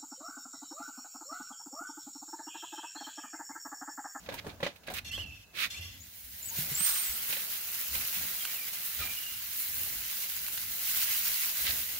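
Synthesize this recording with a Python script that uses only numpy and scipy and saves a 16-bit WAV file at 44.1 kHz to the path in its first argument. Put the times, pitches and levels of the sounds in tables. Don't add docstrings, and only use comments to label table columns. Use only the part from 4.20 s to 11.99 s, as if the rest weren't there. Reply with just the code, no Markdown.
import sys
import numpy as np
from scipy import signal
from scipy.fft import rfft, irfft, next_fast_len
from scipy.io import wavfile
from scipy.ndimage import uniform_filter1d, map_coordinates

SR = 44100
rng = np.random.default_rng(int(sys.argv[2]) if len(sys.argv) > 2 else 0)


def undo_db(level):
    steps = np.asarray(level, float) / 20
    return 10 ** steps


def file_out(sig):
    cols = np.atleast_2d(sig).T
    lim = np.clip(cols, -1, 1)
    pcm = np.round(lim * 32767).astype(np.int16)
    wavfile.write(sys.argv[1], SR, pcm)


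N = 343539
TOP_HZ = 15780


def unit(x):
    return x / np.sqrt(np.mean(x ** 2) + 1e-20)


def along(points, hz):
    f, v = np.transpose(points)
    return np.interp(np.log(hz + 1), np.log(f + 1), v)


def curves(rows):
    s, *cols = np.transpose(rows)
    return [np.interp(np.arange(N) / SR, s, c) for c in cols]


def tent(start, peak, end):
    return np.interp(np.arange(N) / SR, [start, peak, end], [0, 1, 0])


def sides(pan_db):
    return undo_db(np.array([pan_db / 2, -pan_db / 2]))


def wobble(rate):
    coarse = np.arange(0, N + 32, 32)
    knots = rng.standard_normal(int(N * rate / SR) + 4)
    return np.interp(np.arange(N), coarse, map_coordinates(knots, [coarse * rate / SR]))


def filtered(x, response):
    m = next_fast_len(N + 8192)
    return irfft(rfft(x, m) * response(np.fft.rfftfreq(m, 1 / SR)), m)[..., :N]


def crackle(rate, spread_db, share):
    bursts = (rng.random(N) < rate / SR) * undo_db(spread_db * np.tanh(rng.standard_normal(N)))
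    puff = unit(signal.lfilter([1], [1, -.95], bursts))
    share = np.clip(share, 0, 1)
    return rng.standard_normal((2, N)) * np.sqrt(1 - share + share * puff ** 2)


def patchy(pair, depth_db):
    z = signal.stft(pair, nperseg=512)[2]
    field = uniform_filter1d(rng.standard_normal(z.shape[1:]), size=5, axis=0)
    field = uniform_filter1d(field, size=6, axis=1)
    return signal.istft(z * undo_db(depth_db * unit(field)), nperseg=512)[1][:, :N]


# f/Hz, correlation
LIKENESS = [(60, 0.98), (340, 0.53), (700, 0.55), (1050, 0.13), (1400, 0.62), (2050, 0.12), (2400, 0),
            (4000, 0.0083), (15000, 0.014)]


def coloured(pair, spectrum, alike=LIKENESS, tilt=((1, 0),), lag=0):
    m = next_fast_len(N)
    hz, (a, b) = np.fft.rfftfreq(m, 1 / SR), rfft(pair, m)
    turn = np.arccos(np.clip(along(alike, hz), -1, 1)) / 2
    mid, side = a * np.cos(turn), b * np.sin(turn)
    late = np.exp(-1j * np.pi * hz * lag)
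    gain = undo_db(along(spectrum, hz)) * sides(along(tilt, hz))
    both = irfft(gain * [(mid + side) * late, (mid - side) / late], m)[:, :N]
    return both / np.std(both.mean(0))


def echoes(x, t60, wet_db):
    t = np.arange(SR // 2) / SR
    tail = rng.standard_normal((2, len(t))) * undo_db(-60 * t / t60)
    return x + undo_db(wet_db) * signal.fftconvolve(x, tail / np.linalg.norm(tail[0]), axes=1)[:, :N]


def whistles(tables, waver, flutter_db, octave):
    out = np.zeros((2, N))
    for rows in tables:
        s, *cols = np.transpose(rows)
        span = slice(round(s[0] * SR), round(s[-1] * SR))
        t = np.arange(N)[span] / SR
        hz, db, pan_db = (np.interp(t, s, c) for c in cols)
        phase = 2 * np.pi * np.cumsum(hz * (1 + waver[span])) / SR
        gate = np.clip(np.minimum(t - s[0], s[-1] - t) / 0.00093, 0, 1)
        tone = np.sin(phase) + octave * (2 * hz < TOP_HZ) * np.sin(2 * phase)
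        out[:, span] += np.sqrt(2) * gate * undo_db(db + flutter_db[span]) * tone * sides(pan_db)
    return out


NOTE_PEAK, NOTE_START_DB, NOTE_END_DB = 0.18, -7.5, -5


def notes(rows, pan_db):
    return [[(s, a, db + NOTE_START_DB, pan_db),
             (s + NOTE_PEAK * length, a + NOTE_PEAK * (b - a), db, pan_db),
             (s + length, b, db + NOTE_END_DB, pan_db)]
            for s, length, a, b, db in rows]


# f/Hz, level/dB per Hz
BUFFET_SPECTRUM = [(15, -49), (27, -13), (69, 1.5), (98, 0), (130, -10), (250, -12), (320, -14.5),
                   (550, -120)]
# f/Hz, level/dB per Hz
YARD_SPECTRUM = [(88, -48), (150, 1.5), (188, 1.5), (301, -7), (587, -2.5), (777, -3), (1300, -10),
                 (1690, -4.5), (2860, -120)]
# t/s, buffet level/dB, half length/s, yard swell/dB
AIR_PUFFS = [(0.122, -52, 0.088, 17.5), (0.277, -52, 0.3, 6.5), (0.718, -47, 0.072, 16),
             (0.982, -45, 0.24, 6.5), (1.613, -48, 0.28, 11), (2.077, -55, 0.38, -0.5),
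             (2.475, -48, 0.22, 5.5), (3.776, -44.5, 0.081, 10), (4.02, -51, 0.07, 4.5),
             (4.849, -49, 0.11, 13.5), (5.144, -58, 0.29, -1), (5.658, -50, 0.22, 4),
             (6.497, -60.5, 0.63, -1), (7.506, -43, 0.13, 8.5)]
# t/s, level/dB
YARD_MURMUR = [(0, -64.5), (.8, -66.5), (1.3, -70.5), (1.8, -77.5), (2.2, -66), (2.6, -62), (3.4, -62.5),
               (4.2, -62), (5.1, -68.5), (6.1, -63), (7.79, -63)]
CALM_DB, PUFF_EDGE_DB = -68, 13


def air():
    puffs = [(tent(s - half, s, s + half), db, swell_db) for s, db, half, swell_db in AIR_PUFFS]
    strength = undo_db(CALM_DB)
    strength = strength + sum((shape > 0) * undo_db(db - PUFF_EDGE_DB * (1.5 - shape)) for shape, db, _ in puffs)
    yard_db = curves(YARD_MURMUR)[0] + sum(shape * swell_db for shape, _, swell_db in puffs)
    lumps = undo_db(3 * wobble(6))
    drift_db = 1.6 * wobble(9)
    buffet = coloured(lumps * rng.standard_normal((2, N)), BUFFET_SPECTRUM, alike=[(30, 0.86), (130, .85)])
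    murmur = coloured(rng.standard_normal((2, N)), YARD_SPECTRUM)
    return strength * buffet + undo_db(yard_db + drift_db) * murmur


# t/s, length/s, first f/Hz, last f/Hz, level/dB
BIRD_SONG = [(.852, .03, 2720, 2760, -49), (.908, 0.033, 2690, 2800, -43), (.93, 0.031, 2970, 3140, -40),
             (.95, 0.021, 3216, 3300, -37), (.975, 0.043, 2575, 3150, -41), (1.005, .047, 3126, 2600, -41),
             (1.055, 0.059, 2740, 2550, -47.5), (1.105, 0.079, 2700, 2570, -49),
             (1.205, 0.113, 2570, 2600, -62), (1.54, 0.03, 2230, 2550, -47),
             (1.562, 0.025, 2560, 2750, -42), (1.585, 0.05, 2749, 2750, -52), (4.19, .018, 3400, 3200, -50),
             (4.203, 0.027, 3230, 3170, -45.5), (4.26, 0.065, 2170, 2350, -52),
             (4.33, 0.025, 2760, 2930, -49), (4.352, 0.028, 2800, 2500, -46),
             (4.378, 0.022, 2430, 2400, -47), (4.407, 0.04, 2350, 2320, -48),
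             (4.775, 0.02, 2600, 2540, -49), (4.8, 0.06, 2410, 2370, -46), (4.862, 0.07, 2375, 2370, -43.5),
             (4.925, 0.05, 2390, 2360, -51), (4.915, 0.055, 2880, 2860, -51),
             (4.965, .075, 2850, 2830, -46), (5.035, .025, 2835, 2835, -47),
             (5.058, 0.06, 2835, 2820, -42.5), (5.115, 0.08, 2850, 2820, -51)]
BIRD_PAN_DB = -5


def bird():
    waver, flutter_db = .004 * wobble(130), 3.8 * np.tanh(wobble(90)) - 1.5
    rasp, rasp_db = .04 + .035 * wobble(200), 5 * np.tanh(wobble(140)) - 9
    song = notes(BIRD_SONG, BIRD_PAN_DB)
    clear = whistles(song, waver, flutter_db, octave=0)
    hoarse = whistles(song, rasp, rasp_db, octave=0)
    return echoes(clear + hoarse, t60=.3, wet_db=-6)


# start t/s, loudest t/s, end t/s, grit level/dB, dust re grit/dB
SHOE_SLIDES = [(0.06, 0.062, 0.089, -53.5, -14), (0.168, 0.2, 0.2, -41.5, -14),
               (0.663, 0.679, 0.68, -47, -3), (0.724, 0.786, 0.805, -41, -6),
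               (1.321, 1.436, 1.492, -34, -6.5)]
# t/s, crunch level/dB, t60/s, dust re crunch/dB, board weight/dB
FOOTFALLS = [(0.088, -30.5, 0.14, -14, -5.5), (.1221, -40.5, 0.32, -3, 0), (0.1397, -35.5, 0.076, 5, -7),
             (0.245, -47.5, 0.36, -16, 8.5), (0.2657, -43.5, 0.15, -19, 13), (0.292, -37.5, 0.1, -19, -20),
             (.403, -39.5, 0.18, -17, 3.5), (0.429, -24, 0.2, -30, -2), (0.4648, -23.5, 0.069, -30, -6.5),
             (0.5588, -43, 0.071, -1, -16), (0.633, -45, 0.16, -10, -22), (0.6817, -30, 0.088, -13, -6),
             (0.7, -38, 0.22, 1, 2.5), (.737, -33.5, 0.096, 8, -22), (0.9774, -42, 0.34, -28, 2),
             (3.094, -31.5, 0.5, 4, -15.5), (3.125, -25.5, 0.081, 0, -20), (3.166, -32, 0.076, -12, -11),
             (3.75, -23.5, 0.094, 0, -26), (3.8077, -31, 0.12, 1, -23), (4.803, -34, 0.27, -8, -10)]
# f/Hz, level/dB per Hz
GRIT_SPECTRUM = [(600, -63), (1050, -17), (1300, -11.5), (2500, -2), (3150, -7), (3700, -4.5), (5000, -14),
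                 (6500, -18.5), (9000, -37)]
DUST_SPECTRUM = [(4000, -10), (6500, -4.5), (10000, -3), (15000, 1.5), (16500, 0)]
SOLE_SPECTRUM = [(60, -12), (120, 3.5), (600, -2), (1300, -7.5), (2000, -24)]
# f/Hz, level/dB, t60/s
BOARD_MODES = [(163, -10.5, 0.036), (332, -8, 0.054), (549.6, 5.5, 0.042), (716, -5.5, 0.054),
               (827, -2.5, 0.044), (990, -2.5, 0.048), (1673, 6.5, 0.025), (2030, 4, 0.035)]
SCUFF_EDGE_DB, SCUFF_SOLE_DB, FEET_PAN_DB = 35, -25.5, -6
SOFT_DULLS = 0.47


def feet():
    grit, dust, sole, board = np.zeros((4, 2, N))
    for start, peak, end, db, dust_db in SHOE_SLIDES:
        shape = tent(start, peak, end)
        gate = np.minimum(4 * shape, 1)
        slide = gate * undo_db(db - SCUFF_EDGE_DB * (1 - shape) ** 2.12)
        grit += slide
        dust += slide * undo_db(dust_db)
        sole += gate * undo_db(db + SCUFF_SOLE_DB)
    t = np.arange(SR // 4) / SR
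    for s, db, t60, dust_db, board_db in FOOTFALLS:
        span = slice(round(s * SR), round(s * SR) + len(t))
        crunch = undo_db(db - 13.0 - 60 * t / t60) * (1 - np.exp(-t / 0.0012))
        grit[:, span] += crunch
        dust[:, span] += crunch * undo_db(dust_db)
        sole[:, span] += crunch * undo_db(board_db + 1.5)
        dulling = SOFT_DULLS * max(board_db + 1.5, 0)
        for hz, level_db, ring in BOARD_MODES:
            lag = rng.normal(0, 0.000094) * np.array([[1], [-1]])
            mode_db = db + board_db + level_db - dulling * np.log2(hz / 400) - 5.5 + rng.normal(0, 2.3)
            size = undo_db(mode_db - 60 * t / ring) * (1 - np.exp(-t / 0.00058))
            board[:, span] += size * np.sin(2 * np.pi * hz * rng.normal(1, 0.028) * (t + lag))
    apart = [(300, 0.97), (1000, 0.14), (5000, 0.11), (12000, .15)]
    grains = crackle(rate=900, spread_db=3, share=.26)
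    stones = grit * coloured(grains, GRIT_SPECTRUM, apart, lag=0.00013)
    fine_grains = crackle(rate=260, spread_db=12, share=0.21)
    stones += dust * coloured(fine_grains, DUST_SPECTRUM, apart, lag=0.00011)
    stones *= sides(FEET_PAN_DB)[:, None]
    stones += sole * coloured(rng.standard_normal((2, N)), SOLE_SPECTRUM, apart, lag=0.00012)
    return echoes(stones + board, t60=0.19, wet_db=-13.0)


# start t/s, loudest t/s, end t/s, level/dB
TOOL_SCRAPES = [(4.776, 4.825, 4.885, -42.5), (7.449, 7.455, 7.476, -37), (7.464, 7.486, 7.518, -33.5)]
# f/Hz, level/dB per Hz
GRATE_SPECTRUM = [(500, -26), (1000, -15), (1400, -8), (2000, 0), (2700, -2.5), (4000, 0), (5200, -7),
                  (7000, -13), (11000, -43)]
SCRAPE_EDGE_DB = 7


def scrapes():
    shapes = [(tent(start, peak, end), db) for start, peak, end, db in TOOL_SCRAPES]
    stroke = sum(np.minimum(6 * shape, 1) * undo_db(db - SCRAPE_EDGE_DB * (1.0 - shape)) for shape, db in shapes)
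    chatter = coloured(crackle(rate=500, spread_db=6, share=.3), GRATE_SPECTRUM, [(1000, 0.22)])
    return stroke * chatter * sides(-3)[:, None]


# t/s, level/dB, f/Hz, t60/s
BUMPS_AND_KNOCKS = [(.138, -38, 940, 0.05), (.26, -37.5, 418, 0.064), (.426, -28.5, 560, .055),
                    (.461, -30, 575, 0.072), (.68, -40, 620, .06), (.7, -43, 737, 0.1),
                    (.72, -46, 783, 0.075), (1.59, -45, 87.2, 0.41), (2.038, -57, 63, 0.41),
                    (2.374, -47, 152.9, 0.073), (2.385, -28, 141, 0.046), (2.402, -47, 163, 0.25),
                    (2.514, -33.5, 145, 0.07), (2.605, -37, 184, 0.05), (2.892, -48.5, 59, 0.2013),
                    (3.707, -46, 64, 0.13), (3.968, -48.5, 181, 0.09), (4.79, -43, 1400, .1),
                    (4.795, -41.5, 75, 0.2), (4.814, -37.5, 1254, .08), (5.6, -54, 93.5, 0.15),
                    (5.749, -55, 45.4, 0.31), (7.42, -51, 48, .14)]


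def bumps():
    out, t = np.zeros(N + SR), np.arange(SR // 2) / SR
    for s, db, hz, t60 in BUMPS_AND_KNOCKS:
        rattle = uniform_filter1d(rng.standard_normal(len(t)), size=40)
        overtone = .22 * np.sin(2 * np.pi * 2.02 * hz * t)
        note = np.sin(2 * np.pi * hz * t) + (overtone + 1.5 * rattle) * undo_db(-60 * t / 0.063)
        out[round(s * SR):][:len(t)] += undo_db(db + 7.5 - 60 * t / t60) * note * (1 - np.exp(-t / 0.0084))
    return out[:N]


# t/s, length/s, first level/dB, last level/dB
CATCH_STROKES = [(0.843, 0.063, -46, -55), (0.911, 0.135, -45.5, -55.5), (1.053, 0.19, -60.5, -63.5),
                 (1.498, 0.107, -45.5, -52), (1.604, .2, -46.5, -66)]
# f/Hz, width/Hz, level/dB
STEEL_MODES = [(1150, 30, -10), (1700, 45, -5), (2047, 35, 0), (2380, 40, -3), (2750, 60, 2), (3020, 45, 0),
               (3290, 50, 3), (3580, 40, 4.5), (4220, 24, 4), (4660, 40, 1), (5120, 40, -3), (5380, 35, -4),
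               (5660, 32, 0), (6230, 42, 0), (6600, 40, -7), (6990, 45, -4), (7850, 45, -7),
               (8850, 90, -16), (11800, 750, -14), (14135, 460, -25)]
MODE_SHIFT_RATIO, MODE_SPREAD_DB = .003, 2
BARE_SCRAPE = .17


def catch():
    t, out = np.arange(N) / SR, np.zeros((2, N))
    rub = undo_db(5.5 + 1.2 * wobble(45)) * crackle(rate=900, spread_db=4, share=.12)
    for s, length, first_db, last_db in CATCH_STROKES:
        gate = np.clip(np.minimum(t - s, s + length - t) / 0.0069, 0, 1)
        stroke = gate * undo_db(np.interp(t, [s, s + length], [first_db, last_db]))
        modes = [(c * rng.normal(1, MODE_SHIFT_RATIO), w, db + rng.normal(0, MODE_SPREAD_DB))
                 for c, w, db in STEEL_MODES]

        def steel(f):
            bare = BARE_SCRAPE * (f > 1300) / (1 + f / 9000)
            return bare + sum((-1) ** k * undo_db(db) * 1j * f * w / (c * c - f * f + 1j * f * w)
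                              for k, (c, w, db) in enumerate(modes))

        scale = np.sqrt(np.mean(np.abs(steel(np.arange(1, SR / 2, 5))) ** 2))
        span = slice(round(s * SR), round(s * SR) + SR // 2)
        part = (stroke * rub)[:, span]
        out[:, span] += irfft(rfft(part) * steel(np.fft.rfftfreq(SR // 2, 1 / SR)), SR // 2) / scale
    return out


# t/s, length/s, first f/Hz, last f/Hz, level/dB
SHORT_SQUEAKS = [(1.08, .022, 7050, 6500, -62), (1.8, 0.042, 6560, 7300, -52.5),
                 (2.222, 0.036, 7000, 7250, -45.5), (2.25, 0.039, 8000, 7650, -45),
                 (2.28, 0.027, 6900, 6600, -40), (2.305, 0.053, 884, 990, -61)]
# t/s, f/Hz, level/dB
LID_SWING = [(2.53, 7387, -44), (2.55, 7220, -39), (2.578, 7920, -38), (2.6, 8160, -36), (2.622, 8720, -35),
             (2.758, 8470, -43), (2.814, 8950, -40), (2.88, 7760, -46.5), (2.972, 8400, -54),
             (2.98, 8249, -59)]
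SQUEAK_PAN_DB, SWING_PAN_DB = 9.5, (10, -10.5)


def hinge():
    start = LID_SWING[0][0]
    swing = [(s, hz, db, np.interp(s - start, [0, .1], SWING_PAN_DB)) for s, hz, db in LID_SWING]
    tables = notes(SHORT_SQUEAKS, SQUEAK_PAN_DB) + [swing]
    squeak = whistles(tables, 0.0094 * wobble(300), 3.1 * wobble(150), octave=0.21)
    return echoes(squeak, t60=.1, wet_db=-7)


# t/s, level/dB, f/Hz, left minus right/dB
FAT_SPITS = [(2.6075, -31, 2540, 4), (3.969, -37, 2060, -2), (4.249, -38, 4500, -9),
             (4.252, -26.5, 2820, -4), (4.484, -40, 2900, -3), (4.4885, -40, 3880, -1),
             (5.66, -43, 12700, -2), (5.9279, -38, 1960, -5), (6.087, -38, 11400, -1),
             (6.1668, -38, 2090, 0), (6.265, -33, 4200, -3), (6.283, -33, 2700, -4.5),
             (6.325, -35, 7040, 0), (6.376, -32, 2860, -6), (6.381, -36, 3500, -9)]


def spits():
    out, t = np.zeros((2, N + SR)), np.arange(400) / SR
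    for s, db, hz, pan_db in FAT_SPITS:
        pop = np.sin(2 * np.pi * hz * t) + 0.77 * np.sin(2 * np.pi * 0.56 * hz * t)
        pop = pop + 1.56 * rng.standard_normal((2, len(t)))
        out[:, round(s * SR):][:, :len(t)] += undo_db(db - 2 - 60 * t / .012) * pop * sides(pan_db)[:, None]
    return signal.sosfilt(signal.butter(2, 900, "high", fs=SR, output="sos"), out[:, :N])


# t/s, level/dB
FRYING = [(0, -61), (.45, -68.5), (.8, -72), (1.28, -69), (1.75, -60), (2.0, -57.5), (2.27, -53.5),
          (2.4, -43.5), (2.55, -44.5), (2.7, -40), (2.96, -45), (3.42, -46.5), (3.9, -44), (4.4, -45.5),
          (5.3, -47), (6.1, -45), (6.58, -46), (6.76, -38), (7.5, -41.5), (7.79, -45)]
TICKS_PER_S, TICK_DB = 55, 7


def ticks():
    level_db, = curves(FRYING)
    hits = rng.random(N) < TICKS_PER_S / SR * undo_db(6 * wobble(8))
    size_db = level_db + TICK_DB + 3.9 * np.minimum(rng.exponential(size=N), 2.5)
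    band = signal.butter(2, [1500, 9000], "band", fs=SR, output="sos")
    click = signal.sosfilt(band, hits * undo_db(size_db) * rng.choice([-1, 1], N))
    return click * sides(3 * wobble(18))


# f/Hz, level/dB per Hz
BODY_SPECTRUM = [(600, -22.5), (950, -18), (1250, -17), (1450, -9), (1600, -4.5), (1800, -5), (2050, 1.5),
                 (2300, -2), (2750, 1), (3450, -1.5), (3950, 0.5), (6400, -1), (7000, 0.5), (7600, -9),
                 (11000, -15.5)]
BUBBLES_PER_S, BUBBLE_HZ = 160, 3300
FADE_20DB_CYCLES, BUBBLE_DB = 14, -1


def bubbles():
    draw = rng.standard_normal((int(BUBBLES_PER_S * N / SR), 3))
    start, t = rng.integers(0, N, len(draw))[:, None], np.arange(700) / SR
    hz = BUBBLE_HZ * np.exp(0.421 * draw[:, :1])
    size_db = along(BODY_SPECTRUM, hz) + 2.7 * np.tanh(draw[:, 1:2])
    ring = undo_db(size_db - 20 * t * hz / FADE_20DB_CYCLES) * (1 - np.exp(-t / 0.00043))
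    ring = ring * np.sin(2 * np.pi * hz * t * (1 + 4 * t))
    where = (start + np.arange(len(t))).ravel()
    both = [np.bincount(where, (ring * gain).ravel(), N + len(t))[:N] for gain in sides(5 * draw[:, 2:])]
    return undo_db(curves(FRYING)[0] + BUBBLE_DB) * np.array(both)


# f/Hz, level/dB per Hz
FIZZ_SPECTRUM = [(4500, -50), (7500, -10), (8600, -8), (10100, -4), (10500, -6), (11400, -1.5),
                 (13200, -0.5), (14600, 1), (15300, 4.5), (16000, -2.5)]
SEETHE_SPECTRUM = [(500, -18), (800, -8), (1050, 0), (1400, 2.5), (1750, -2.5), (2400, -31)]
# t/s, level re body/dB
SEETHE_ESCAPE = [(2.3, -23), (2.45, -19), (2.7, -10), (3.0, -14), (5.2, -15), (6.0, -16.5), (6.8, -15.5),
                 (7.79, -18)]
# f/Hz, left minus right/dB
SIZZLE_TILT = [(60, -30), (130, -21), (290, 0), (640, 12), (1410, -7), (3100, -4.5), (6820, 2.5),
               (15000, -2)]
# t/s, fizz rise/dB, half length/s
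STEAM_FLARES = [(2.25, 5, 0.028), (2.408, 2, 0.068), (2.67, 3.5, 0.078), (3.117, 3.5, 0.11),
                (3.55, 2, 0.16), (3.777, 4.5, 0.08), (4.485, 2.5, 0.021), (4.66, 3.5, 0.062),
                (5.395, 4.5, 0.067), (5.588, 3, 0.2), (6.098, 3.5, 0.017), (6.965, 3, 0.012)]
BODY_FLARES = 0.59
LID_CRACKS_S, LID_OPENING_S = 1.6, 0.4
FIZZ_SHUT_DB, FIZZ_OPEN_DB = -2.5, 7.5
PATCH_DB = 1.4


def sizzle():
    level_db, = curves(FRYING)
    lid_db, = curves([(LID_CRACKS_S, FIZZ_SHUT_DB), (LID_CRACKS_S + LID_OPENING_S, FIZZ_OPEN_DB)])
    flare_db = sum(db * tent(s - half, s, s + half) for s, db, half in STEAM_FLARES)
    surge_db = .45 * wobble(15) + .85 * wobble(35)
    body_db = level_db + BODY_FLARES * flare_db + surge_db + 0.17 * wobble(3.84)
    fizz_db = level_db + lid_db + flare_db + surge_db + 0.52 * wobble(11)
    boil = patchy(crackle(rate=540, spread_db=3, share=0.19), PATCH_DB)
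    body = coloured(boil, BODY_SPECTRUM, tilt=SIZZLE_TILT)
    seethe = coloured(crackle(rate=300, spread_db=6, share=0.23), SEETHE_SPECTRUM, tilt=SIZZLE_TILT)
    body += undo_db(curves(SEETHE_ESCAPE)[0]) * seethe
    fizz = coloured(crackle(rate=600, spread_db=8, share=.22), FIZZ_SPECTRUM, tilt=SIZZLE_TILT)
    return undo_db(body_db) * body + undo_db(fizz_db) * fizz


def scene():
    background = air() + bird()
    handling = feet() + scrapes() + bumps() + catch() + hinge()
    return background + handling + spits() + ticks() + bubbles() + sizzle()


def roll_off(x):
    return signal.sosfilt(signal.butter(12, 17100, fs=SR, output="sos"), x)


HISS_DB = -68.5


def record(dry):
    hiss = undo_db(HISS_DB) * np.gradient(rng.standard_normal(dry.shape), axis=1)
    mix = filtered(dry + hiss, lambda hz: hz < TOP_HZ)
    return roll_off(mix)


dry = scene()
out = record(dry)
file_out(out)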